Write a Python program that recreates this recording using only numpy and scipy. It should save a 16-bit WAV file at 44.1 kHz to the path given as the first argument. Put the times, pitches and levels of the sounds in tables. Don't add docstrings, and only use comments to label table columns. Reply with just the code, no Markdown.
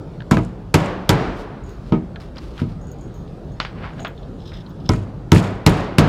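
import sys
import numpy as np
from scipy import signal
from scipy.fft import rfft, irfft
from scipy.io import wavfile
from scipy.ndimage import uniform_filter1d

SR = 44100
rng = np.random.default_rng(int(sys.argv[2]) if len(sys.argv) > 2 else 0)


def to_wav(s):
    ch = np.atleast_2d(s).T
    pcm = np.round(np.clip(ch, -1, 1) * 32767)
    wavfile.write(sys.argv[1], SR, pcm.astype(np.int16))


def invert_db(x):
    u = np.asarray(x, float) / 20
    return 10 ** u


N = 268128

# pitch_hz, level_db (per Hz)
ROOM_COLOUR = [(12, -61), (33, -13), (45, -6), (91, -4), (160, -1), (219, -9), (333, -10.5), (494, -15),
               (1090, -27.5), (1220, -27), (2080, -40.5), (3970, -42), (14900, -66.5), (16000, -66),
               (16700, -81)]
# pitch_hz, width_hz, level_db
BUILDING_HUM = (40.7, 27.5, -37.5)
# start_s, length_s, peak_db, peak_place (share of the length),
# brightness (-5 dull to 5 bright)
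SHUFFLES = [(1.326, .13, -46, .6, 6.5), (1.51, .1, -65, .05, -13), (1.639, 0.21, -55.5, 0.27, 9),
            (1.79, 0.18, -51.5, 0.52, 0.5), (2.198, 0.1, -43.5, .05, 0), (2.347, 0.054, -38.5, .7, -3),
            (2.371, .3, -48, 0.19, 1.2), (2.552, 0.1, -38, 0.51, -1.5), (2.619, 0.16, -51, 0.5, 0),
            (3.66, .14, -45.5, .4, -7), (3.74, 0.097, -41.5, 0.49, -8), (3.801, 0.14, -32.5, .3, -7),
            (3.94, 0.054, -40.5, 1, -3.5)]
# pitch_hz, level_db (per Hz)
RUSTLE_COLOUR = [(410, -89.5), (700, -13.5), (841, -10), (1170, -6), (1420, -1.5), (1820, -3), (2880, -1.5),
                 (3070, -2), (4860, -4.5), (6320, -14), (16000, -32.5)]
# start_s, length_s, peak_db, peak_place (share of the length)
SCRAPES = [
    (4.375, 0.088, -50, .55),
    (4.442, 0.12, -45.5, 0.32),
    (4.495, 0.13, -42.5, 0.65),
    (4.694, 0.038, -58, 0.46),
    (4.798, 0.14, -48, 0.57),
]
# pitch_hz, width_hz, level_db
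HAMMER_FACE = [(1690, 550, 0), (3500, 1000, 10), (5000, 640, 5), (7500, 1500, -25), (11500, 2800, -28)]
# start_s, low_ring_db, high_ring_db, t60_s (time to fade by 60 dB)
CLINKS = [(1.6367, -47, -77.5, 0.2), (1.6644, -45.5, -62, 0.12), (1.6931, -45, -55, 0.25),
          (2.8145, -47.5, -74, 0.44), (2.87, -43, -69, 0.18), (2.916, -39, -49, 0.083),
          (2.986, -51, -70, 0.091), (3.0111, -42, -66, 0.096), (3.0294, -52, -71, 0.42),
          (3.142, -45.5, -57, 0.34), (3.5209, -50, -79, 0.17), (3.6, -49, -72, 0.15),
          (3.6294, -46, -67, 0.11), (3.9345, -54, -75, 0.11), (3.9977, -44, -70, 0.13),
          (4.0038, -38, -63, 0.2), (4.0294, -40, -63, 0.15), (4.0794, -51, -44, 0.066),
          (4.1809, -58, -74, 0.14), (4.6932, -54, -54, 0.086)]
# pitch_hz, width_hz
NAIL_MODES = [(6700, 115), (14400, 130)]
# start_s, level_db, centre_hz
HOPS = [(.435, -48, 7000), (.449, -39, 6960), (.7735, -48, 10000), (.7794, -46, 12100), (.803, -52, 12000),
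        (.846, -49, 7950), (0.859, -35.5, 6960), (1.13, -34, 8000), (1.204, -53, 8000), (4.912, -50, 10000),
        (4.9183, -34, 7000), (4.936, -32, 7000), (5.349, -23, 9500), (5.359, -28, 9000),
        (5.375, -50, 10000), (5.3923, -33, 9000), (5.4221, -46, 10000), (5.4794, -54, 8000),
        (5.696, -28, 9450), (5.7703, -39, 8000)]
# start_s, level_db, centre_hz, t60_s
TICKS = [(0.2048, -29.5, 1550, 0.045), (0.22, -33, 1500, 0.044), (2.159, -28.5, 1480, 0.073),
         (2.592, -28, 1500, .06), (2.2076, -44, 5000, 0.079), (2.36, -40, 4500, .03),
         (2.3725, -47, 3500, .03), (2.382, -30, 4500, .051), (3.6005, -29, 4600, 0.25),
         (3.996, -27, 700, 0.4), (4.0696, -26, 3260, 0.0082), (4.0784, -39, 3250, .013),
         (4.1774, -41, 3500, 0.098), (4.2304, -44, 3500, 0.054), (4.664, -40, 3660, 0.067),
         (4.8914, -9.5, 5170, 0.0083), (4.8916, -16, 3500, 0.013)]
# start_s, wood_db, steel_db, t60_s
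TOUCHES = [(0.2048, -40, -34.5, .04), (.2205, -50, -40, .04), (0.3709, -11.5, -22, 0.016),
           (1.9228, -25, -27, .03), (.6244, -50, -64, .04), (2.1592, -35, -32, 0.076),
           (2.369, -42, -35, 0.11), (2.561, -46, -46, .06), (2.579, -41, -32.5, 0.1),
           (2.601, -36, -37, .06), (2.617, -38, -36, .04), (3.278, -48, -47, .04),
           (3.6013, -12, -16.5, 0.14), (3.6496, -21, -26.5, 0.2), (3.834, -32, -49, .15),
           (3.9938, -30, -35, 0.24), (4.0485, -16.5, -27, 0.18), (4.519, -34.5, -48, 0.44),
           (4.935, -21.5, -41, 0.13), (5.361, -9, -31, 0.027)]
# arrival_s, then level_db of four mode groups, low to high
BOOMS = [
    (0.3166, -13.5, -6, -4.5, -13.5),
    (.372, -18.5, -49, -16, -15.5),
    (0.745, -14.5, -7, -22, -11.5),
    (1.0941, -11, -8.5, -22, -11.5),
    (1.9225, -26.5, -12.5, -11, -11),
    (2.6174, -21.5, -17.5, -18, -24),
    (4.894, -9.5, -14, -14.5, -13.5),
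    (5.3209, -5, -0.5, -3, -4.5),
    (5.6651, -9, -3.5, -12.5, -9.5),
    (5.985, -7.5, -4.5, -8, -9),
]
# pitch_hz, level_db, t60_s
TABLE_TOP = [
    [(49.4, -9.5, 1), (93.9, -6, 0.57), (103.7, -0.5, 0.72), (125.4, -1.5, 0.48)],
    [(147.3, -0.5, 0.33), (160.5, 3, 0.31), (184.6, -7.5, 0.85)],
    [(201.4, 8.5, 0.11), (233.5, 0.5, 0.31), (243.7, -12, 0.52)],
    [(304.8, -1.5, 0.34), (315, -1.5, 0.14), (373.3, -5.5, 0.26), (448.4, -2, 0.23)],
]
# pitch_hz, level_db, t60_s
BOARD_MODES = [(552, -17.5, 0.19), (615, -3, 0.15), (651.6, -9.5, 0.25), (790, 1, 0.029), (850, 0.5, 0.034),
               (934, 2, 0.028), (950, 6.5, 0.043), (1077, 5, 0.018), (1250, -31, 0.043), (1284, 3.5, 0.045),
               (1455, -3, 0.022), (1678, -10, 0.055), (1904, -6.5, 0.03), (1980, -17, 0.014),
               (2200, 6.5, 0.01), (2790, -1, 0.0057)]
# pitch_hz, level_db (per Hz)
SHED_COLOUR = [(59, -33), (100, 3), (189, 3.5), (271, -11), (315, 1), (736, -8), (1330, -15), (4670, -40),
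               (16000, -83)]
# pitch_hz, t60_s
SHED_FADE = [(100, 1.15), (500, 1.37), (2000, 1.26), (6000, 0.96), (14000, 0.66)]
# pitch_hz, level_db (per Hz)
CRACK_COLOUR = [(880, -0.5), (1500, 0.5), (4780, -10.5), (7440, -15.5), (8740, -21.5), (10400, -23.5),
                (14200, -30), (16700, -41)]
# pitch_hz, level_db (per Hz)
JIGGLE_COLOUR = [(1470, -16), (2500, -3), (5420, -10.5), (5960, -15.5), (6760, -9.5), (9880, -22.5),
                 (15400, -33), (16100, -41), (16500, -45)]
# start_s, crack_db, board_knock_db, shed_echo_db, shaken_nails_db
BLOWS = [
    (0.3105, -11.5, -9.5, -31.5, -35.5),
    (0.3687, -9, -17, -37, -52.5),
    (0.7413, -4.5, -11.5, -17.5, -33),
    (1.0917, -5, -10.5, -16.5, -39),
    (1.9203, -27, -16.5, -36.5, -77),
    (2.614, -50, -34.5, -57, -70),
    (4.8907, -22, -15, -32.5, -40),
    (5.3181, -4.5, -12, -18.5, -23.5),
    (5.6633, -3, -10, -16.5, -30.5),
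    (5.9832, -4, -13, -15.5, -35),
]


def evened(x):
    return x / np.sqrt(np.mean(x ** 2) + 1e-20)


def read(points, hz):
    f, value = np.transpose(points)
    return np.interp(np.log(hz + 1), np.log(f + 1), value)


def add(mix, s, sound):
    part = mix[round(s * SR):][:len(sound)]
    part += sound[:len(part)]


def coloured(x, points, tilt_db=0):
    hz = np.fft.rfftfreq(len(x), 1 / SR)
    colour_db = read(points, hz) + tilt_db * np.log2(hz / 3000 + 0.0014)
    return evened(irfft(rfft(x) * invert_db(colour_db), len(x)))


def resonate(x, hz, width, times=1):
    r = np.exp(-np.pi * width / SR)
    for _ in range(times):
        x = 2 * signal.lfilter([1 - r], [1, -r * np.exp(2j * np.pi * hz / SR)], x).real
    return x


def dying(t, t60, rise):
    return (1 - np.exp(-t / rise)) * invert_db(-60 * t / t60)


def grains(count, per_s, spread_db):
    size = invert_db(spread_db * np.minimum(rng.exponential(1, count), 4))
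    return size * rng.choice([-1., 1.], count) * (rng.random(count) < per_s / SR)


def stroke(length, db, peak):
    end_db = -14.5
    u = np.arange(SR) / SR / length
    edges = np.clip(np.minimum(u, 1 - u) * length / 0.004, 0, 1)
    return edges * invert_db(db + np.interp(u, [0, np.clip(peak, 0.02, 0.98), 1], [end_db, 0, end_db]))


def tap(s, db, hz, width, t60):
    t = np.arange(SR // 4) / SR
    shape = dying(t, 0.0074, 0.000067) + 0.29 * dying(t, t60, 0.00063)
    sound = shape * rng.standard_normal(len(t)) + 3.6 * (t == 0)
    sound = resonate(sound, hz, 1.19 * width, times=4)
    return s, invert_db(db) * evened(sound) * np.sqrt(np.mean(shape ** 2))


def struck(modes, t, rise, chatter, chatter_t60, spread):
    detune = rng.uniform(-0.8, 1, len(modes))
    ring = 0
    for (hz, db, t60), d in zip(modes, detune):
        ring = ring + invert_db(db - 60 * t / t60) * np.sin(2 * np.pi * hz * (1 + spread * d) * t)
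    drive = chatter * dying(t, chatter_t60, 0.0034) * rng.standard_normal(len(t)) + (t == 0)
    sound = signal.fftconvolve(drive, ring)[:len(t)] * (1 - np.exp(-t / rise))
    top_hz = 5.0 * modes[-1][0]
    return resonate(sound, 0, top_hz, times=2) / 4


def rumble():
    frames, hz = N // 512 + 5, np.fft.rfftfreq(2048, 1 / SR)
    a, b, patches = rng.standard_normal((frames, len(hz), 3)).T
    patches = uniform_filter1d(patches, size=10, axis=0)
    patches = evened(uniform_filter1d(patches, size=8, axis=1))
    z = (a + 1j * b) * invert_db(read(ROOM_COLOUR, hz)[:, None] + 2.2 * patches)
    room = signal.istft(z, nperseg=2048, noverlap=1536)[1][:N]
    hum_hz, width, hum_db = BUILDING_HUM
    hum = resonate(rng.standard_normal(N), hum_hz, width, times=2)
    return invert_db(-33.5) * evened(room) + invert_db(hum_db) * evened(hum)


def shuffle(s, length, db, peak, bright):
    rub = grains(SR, 8000, 4.5)
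    share = np.clip(0.5 + bright / 10, 0, 1)
    blend = share * coloured(rub, RUSTLE_COLOUR, 2.8) + (1 - share) * coloured(rub, RUSTLE_COLOUR, -11.5)
    return s, stroke(length, db, peak) * blend


def scrape(s, length, db, peak):
    clumps = invert_db(5.3 * evened(uniform_filter1d(rng.standard_normal(SR), size=500)))
    slips = grains(SR, 6000, 2.3) * clumps
    ring = sum(invert_db(top_db) * resonate(slips, hz, w, times=2) for hz, w, top_db in HAMMER_FACE)
    used = int(length * SR)
    return s, stroke(length, db, peak)[:used] * evened(ring[:used])


def clink(s, low_db, high_db, t60):
    t = np.arange(SR // 4) / SR
    rub = (t == 0) + 0.065 * dying(t, t60, 0.002) * rng.standard_normal(len(t))
    low, high = (resonate(rub, hz * rng.uniform(0.98, 1.015), w) * SR / (2 * np.pi * w)
                 for hz, w in NAIL_MODES)
    contact = 0.5 * rng.standard_normal(len(t)) * dying(t, 0.011, 0.0002)
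    low = low + 2.0 * resonate(contact, 7000, 3000, times=2)
    return s, invert_db(low_db - 2.0) * low + invert_db(high_db - 1) * high


def hop(s, db, hz):
    return tap(s, db, hz, 5000, 0.069)


def tick(s, db, hz, t60):
    return tap(s, db, hz, 0.36 * hz, t60)


def touch(s, wood_db, steel_db, t60):
    wood = tap(s, wood_db, 1296, 2260, t60)[1]
    steel = tap(s, steel_db, 3020, 2470, 0.82 * t60)[1]
    return s, wood + steel


def boom(s, *group_db):
    t = np.arange(SR) / SR
    modes = [(hz, db + level, t60) for group, level in zip(TABLE_TOP, group_db) for hz, db, t60 in group]
    ring = struck(modes, t, rise=0.002, chatter=0.0084, chatter_t60=0.35, spread=0.03)
    return s, -invert_db(3.5) * ring * (0.4 + 0.33 * np.exp(-t / 0.044))


def shed_echo(tilt_db):
    hz, t, z = signal.stft(rng.standard_normal(SR), SR)
    colour_db = read(SHED_COLOUR, hz) + tilt_db * np.log2(hz / 500 + 1)
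    decay = invert_db(colour_db[:, None] - 60 * t / read(SHED_FADE, hz)[:, None])
    swell = np.clip(np.log2(hz / 400 + 1) * 0.5, 0, 1.4)[:, None]
    near = 2.13 * np.exp(-t / 0.023)
    far = 1.75 + 0.61 * swell * np.exp(-((t - 0.15) / 0.072) ** 2)
    tail = signal.istft(z * decay * (near + far), SR)[1][:SR]
    return evened(tail) * 0.45 * (1 - np.exp(-np.arange(SR) / SR / 0.0083))


def burst(shape, tilt_db):
    noise = coloured(shape * rng.standard_normal(len(shape)), CRACK_COLOUR, tilt_db)
    return np.sqrt(np.mean(shape ** 2)) * noise * (np.arange(len(shape)) < len(shape) // 2)


def blow(s, crack_db, knock_db, echo_db, nails_db):
    t = np.arange(SR) / SR
    over_db = nails_db + 41
    bright_db = 2.5 + 0.56 * min(over_db, 0) - 0.13 * max(over_db, 0)
    lead = 0.002916
    late = np.maximum(t - lead, 0)
    snap = dying(late, 0.0058, 0.0001) + 0.12 * dying(late, 0.04, 0.0005)
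    snap += 0.32 * np.exp(-abs(t - lead) / 0.001)
    snap += 0.24 * dying(np.maximum(late - 0.006, 0), 0.024, 0.002)
    crack = burst(snap, bright_db) + burst(0.48 * dying(late, 0.076, 0.0032), bright_db - 1)
    sound = invert_db(crack_db + 2.5) * crack + invert_db(echo_db) * shed_echo(0.27 * (echo_db + 32.5))
    knock = struck(BOARD_MODES, t, rise=0.001, chatter=0.031, chatter_t60=0.17, spread=0.056)
    add(sound, lead + 0.00067, invert_db(knock_db - 5) * knock[:SR // 2])
    fizz = dying(t[:SR // 20], 0.041, 0.00013)
    landings = signal.oaconvolve(abs(grains(SR, 610, 3.6)), fizz)[:SR]
    nails = coloured(landings * rng.standard_normal(SR), JIGGLE_COLOUR) * dying(t, 0.37, 0.042) * 1.4
    return s - 0.0016, sound + invert_db(nails_db + 3) * nails


def scene():
    mix = rumble()
    for source, table in ((shuffle, SHUFFLES), (scrape, SCRAPES), (clink, CLINKS), (hop, HOPS),
                          (tick, TICKS), (touch, TOUCHES), (boom, BOOMS), (blow, BLOWS)):
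        for row in table:
            add(mix, *source(*row))
    return mix[None]


def roll_off(x):
    return signal.sosfilt(signal.butter(12, 16810, fs=SR, output="sos"), x)


def record(dry):
    dry = signal.sosfilt(signal.butter(4, 32.2, "high", fs=SR, output="sos"), dry)
    power_db = 10 * np.log10(abs(uniform_filter1d(dry[0] ** 2, size=600)) + 1e-12)
    fall = np.arange(N) * 11.5 / SR
    held_db = np.maximum.accumulate(power_db + fall) - fall
    over_db = np.maximum(held_db + 19.5, 0)
    ducked = dry / invert_db(0.14 * uniform_filter1d(over_db, size=300))
    capped = ducked / (1 + abs(ducked) ** 6) ** (1 / 6)
    edge = signal.firwin(255, 16550, window=("kaiser", 9), fs=SR)
    return roll_off(signal.oaconvolve(capped, edge[None], "same"))


dry = scene()
out = record(dry)
to_wav(out)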